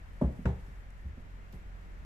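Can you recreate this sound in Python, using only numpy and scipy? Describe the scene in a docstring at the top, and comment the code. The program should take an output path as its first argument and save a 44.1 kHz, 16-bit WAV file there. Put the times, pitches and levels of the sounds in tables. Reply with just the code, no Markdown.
"""A horse walks up a hollow loading ramp into a horsebox, a few metres from a stereo microphone in a yard.
One hoof knocks on the ramp, the next on the box floor, bouncing each deck and ringing its panels.
Softer steps follow inside, with small clicks of horn on grit or metal and rustling bedding.
The sheds give a weak echo; further right, an engine idles faintly under a light wind."""
import sys
import numpy as np
from scipy import signal
from scipy.fft import rfft, irfft, next_fast_len
from scipy.io import wavfile
from scipy.ndimage import map_coordinates

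SR = 44100
rng = np.random.default_rng(int(sys.argv[2]) if len(sys.argv) > 2 else 0)


def wrap_up_sound(samples):
    """Save the sound to the file named by the first command line argument, as 16-bit audio."""
    columns = np.atleast_2d(samples).T
    # keep every value between -1 and 1, then stretch to whole-number steps
    tamed = np.clip(columns, -1, 1)
    steps = np.round(tamed * 32767).astype(np.int16)
    wavfile.write(sys.argv[1], SR, steps)


N = 90404

# how alike the horse's noises are in the two channels: f/Hz, likeness
HORSE_ALIKE = [(100, .998), (400, 0.96), (900, 0.95), (2000, 0.18), (6000, 0.081)]


def amp(db):
    return 10 ** (np.asarray(db) / 20)


def unit_rms(x):
    return x / np.sqrt(np.mean(x ** 2) + 1e-20)


def along(points, hz):
    """Read (f/Hz, value) points on a log frequency axis."""
    f, values = np.transpose(points)
    return np.interp(np.log(hz + 1), np.log(f + 1), values)


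def wobble(rate):
    """A smooth random curve, rate knots a second."""
    knots = rng.standard_normal(int(N * rate / SR) + 4)
    return map_coordinates(knots, [np.arange(N) * rate / SR])


def filtered(x, response):
    """Shape x by a response given as a function of frequency."""
    n = x.shape[-1]
    padded = next_fast_len(n + 4096)
    hz = np.fft.rfftfreq(padded, 1 / SR)
    return irfft(rfft(x, padded) * response(hz), padded)[..., :n]


def noise(size, colour, alike):
    """Coloured stereo noise of rms 1 with a given left-right likeness."""
    def mid_side_gains(hz):
        angle = np.arccos(np.clip(along(alike, hz), -1, 1)) / 2
        return colour(hz) * [np.cos(angle), np.sin(angle)]
    mid, side = filtered(rng.standard_normal((2, size)), mid_side_gains)
    return unit_rms(np.array([mid + side, mid - side]))


def band(centre_hz, octaves):
    """A bell-shaped colour on a log frequency axis."""
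    return lambda hz: np.exp(-.5 * (np.log2((hz + 1) / centre_hz) / octaves) ** 2)


def fade(t, rise_s, t60):
    """A quick rise and an exponential decay."""
    return (1 - np.exp(-t / rise_s)) * np.exp(-np.log(1000) * t / t60)


def burst(t, centre_hz, t60, octaves, rise_s):
    """A dying band of noise, with the same energy on every blow."""
    envelope = fade(t, rise_s, t60)
    hiss = noise(len(t), band(centre_hz, octaves), HORSE_ALIKE)
    return unit_rms(envelope * hiss) * np.sqrt(np.mean(envelope ** 2))


def add(out, start_s, sound):
    """Mix a sound in at start_s."""
    part = out[:, round(start_s * SR):][:, :sound.shape[-1]]
    part += sound[..., :part.shape[-1]]


def from_right(x, lag_s):
    """Sound from the right reaches the left microphone port lag_s later."""
    return filtered(x, lambda hz: np.exp(-2j * np.pi * hz * lag_s * np.array([[.5], [-.5]])))


def wind():
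    """Light wind and distant noise, swelling a little."""
    # spectrum of the open air: f/Hz, relative level/dB
    spectrum = [(20, -4), (60, -6), (100, -18), (180, -18.5), (300, -27), (650, -28), (1100, -30),
                (1900, -29), (3000, -40), (5000, -49), (7700, -52), (8600, -64.5), (14000, -59)]
    # how alike the air is in the two channels: f/Hz, likeness
    alike = [(40, 0.59), (200, 1), (600, 0.52), (1300, 0.37), (8000, 0.033)]
    level_db = -50 + 0.5 * wobble(4.5)
    return amp(level_db) * noise(N, lambda hz: amp(along(spectrum, hz)), alike)


def engine():
    """An idling engine hums at multiples of its slightly unsteady firing rate."""
    # partials of the hum: multiple of the firing rate, level/dB
    orders = [(1, -49.5), (2, -57), (3, -71.5), (4, -71)]
    firing_hz, drift, waver_db = 43.92, 0.0077, 1.46
    phase = 2 * np.pi * np.cumsum(firing_hz * (1 + drift * wobble(5))) / SR
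    hum = np.zeros(N)
    for order, db in orders:
        peak = np.sqrt(2) * amp(db + waver_db * wobble(11.07))
        hum += peak * np.sin(order * phase + rng.uniform(0, 2 * np.pi))
    return hum


def yard_echo(x):
    """The echo off the sheds round the yard, nearly mono in the bass."""
    # reverberation time of the yard: f/Hz, t60/s
    decay_times = [(100, 0.5), (350, 0.52), (1000, 0.67), (8000, 0.099)]
    # colour of the echo: f/Hz, relative level/dB
    colour = [(70, -8.5), (350, -2.5)]
    # how alike the echo is in the two channels: f/Hz, likeness
    alike = [(150, 0.82), (500, 0.3), (1200, 0.045)]
    reflections = noise(SR // 2, lambda hz: amp(along(colour, hz)), alike)
    hz, t, spectra = signal.stft(reflections, SR, nperseg=256)
    decay = np.exp(-np.log(1000) * t / along(decay_times, hz)[:, None])
    _, tail = signal.istft(spectra * decay, SR, nperseg=256)
    return signal.fftconvolve(x, tail / np.linalg.norm(tail[0]), axes=1)[:, :N]


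def bedding():
    """The bedding in the box gives a faint, fluttering rustle as the horse moves in."""
    # course of the rustle: t/s, level/dB
    rustle = [(0, -80), (.3, -74.5), (.55, -75.5), (.7, -74.5), (.85, -81), (1, -78.5), (1.15, -81.5),
              (2.05, -79)]
    course_db = np.interp(np.arange(N) / SR, *np.transpose(rustle))
    flutter_db = wobble(60)
    return amp(course_db + flutter_db) * noise(N, band(centre_hz=7000, octaves=1), HORSE_ALIKE)


def hoof_clicks():
    """Short bright cracks and scuffs where horn meets grit or metal."""
    # hard contacts: t/s, level/dB, centre f/Hz, width/octaves, t60/s
    contacts = [(.21, -67.5, 6760, .6, 0.28), (.4555, -34.5, 1456, 0.2, 0.038),
                (.4555, -46.5, 2530, 0.17, 0.044), (.4555, -50.5, 5870, 0.41, 0.015),
                (.904, -56, 6860, 0.54, 0.013), (1.524, -54.5, 13350, 0.13, 0.017),
                (1.524, -62, 2900, 1.1, 0.13), (1.538, -67, 10000, 1.2, 0.26)]
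    out, t = np.zeros((2, N)), np.arange(SR // 3) / SR
    for start_s, db, hz, octaves, t60 in contacts:
        add(out, start_s, amp(db) * burst(t, hz, t60, octaves, rise_s=0.001))
    return out


def struck_deck(steps, modes, panels, bounce_hz, bounce_rise_s, bounce_t60):
    """The horse's weight bounces the whole deck, and each hoof rings its modes and panels."""
    out, t = np.zeros((2, N)), np.arange(SR // 2) / SR
    bounce = fade(t, bounce_rise_s, bounce_t60) * np.sin(2 * np.pi * bounce_hz * t)
    for start_s, knock_db, cutoff_hz, bounce_db in steps:
        ring = np.zeros(len(t))
        for k, (hz, db, t60) in enumerate(modes):
            strength = (-1) ** k * amp(db + rng.normal(0, 0.68))
            ring += strength * fade(t, rise_s=.0015, t60=t60) * np.sin(2 * np.pi * hz * t)
        clatter = sum(amp(db) * burst(t, hz, t60, octaves=.35, rise_s=.0022) for hz, db, t60 in panels)
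        lowpass = signal.butter(2, cutoff_hz, fs=SR, output="sos")  # a soft contact loses the treble
        knock = signal.sosfilt(lowpass, ring + clatter)
        add(out, start_s, amp(knock_db) * knock - amp(bounce_db) * bounce)
    return out


def hooves_on_ramp():
    """Hooves knock on the hollow loading ramp."""
    # hoof falls: t/s, knock level/dB, contact cutoff f/Hz, bounce level/dB
    steps = [(.2115, -23.5, 1500, -42), (.235, -44, 1180, -14), (.384, -40.5, 302, -79),
             (1.171, -50.5, 590, -73)]
    # modes of the ramp: f/Hz, relative level/dB, t60/s
    modes = [(124.3, -8, 0.5), (161.2, -3, 0.28), (198.1, -3.5, 0.336), (246, -1, .17), (280, -14.5, 0.25),
             (356.7, -9, 0.2), (443.6, -21, 0.28), (594.4, -6, 0.15), (659.5, -14.5, 0.15),
             (840, -14, 0.14)]
    # bands of crowded panel modes: f/Hz, relative level/dB, t60/s
    panels = [(250, -7.5, 0.24), (512, -12.5, 0.3), (890, -16.5, 0.2), (1850, -30, 0.36),
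              (3300, -29.5, 0.4)]
    return struck_deck(steps, modes, panels, bounce_hz=64.6, bounce_rise_s=.018, bounce_t60=.24)


def hooves_on_floor():
    """One hard knock on the box floor, then softer steps inside."""
    # hoof falls: t/s, knock level/dB, contact cutoff f/Hz, bounce level/dB
    steps = [(.4535, -24, 6700, -19), (.4865, -35, 403, -31), (.675, -45.5, 210, -42),
             (1.049, -44, 250, -28), (1.115, -52, 200, -37), (1.532, -44, 650, -41.5),
             (2.018, -58, 606, -65)]
    # modes of the floor: f/Hz, relative level/dB, t60/s
    modes = [(90.4, -21, .22), (117.7, 0, 0.23), (145.4, -5, .19), (188.8, -1.5, 0.21), (255, -14, 0.28),
             (314, -15, .22), (387.4, -19, 0.22), (578, -18.5, 0.19), (676, -19.5, 0.12)]
    # bands of crowded panel modes: f/Hz, relative level/dB, t60/s
    panels = [(420, -13.5, 0.27), (787, -16, 0.24), (1770, -25.5, 0.27), (3220, -33.5, 0.26),
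              (6900, -36, 0.25)]
    return struck_deck(steps, modes, panels, bounce_hz=68.5, bounce_rise_s=.01, bounce_t60=.3)


def scene():
    """The horse is a few metres off and a little to the right, the engine and wind further right."""
    hooves = from_right(hooves_on_ramp() + hooves_on_floor() + hoof_clicks(), lag_s=0.00015)
    horse = hooves + amp(-17.5) * yard_echo(hooves) + bedding()
    background = from_right(engine() + wind(), lag_s=0.00036)
    return horse + background


def record(dry):
    """A stereo microphone whose two ports differ in colour; nothing is kept above the band limit."""
    # balance between the ports: f/Hz, left minus right level/dB
    balance = [(600, 0), (1200, 1.5), (2200, 3), (5000, -2.5), (9000, -0.5)]
    top_hz = 14350
    split = np.array([[.5], [-.5]])
    return filtered(dry, lambda hz: amp(along(balance, hz) * split) * (hz < top_hz))


dry = scene()
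out = record(dry)
wrap_up_sound(out)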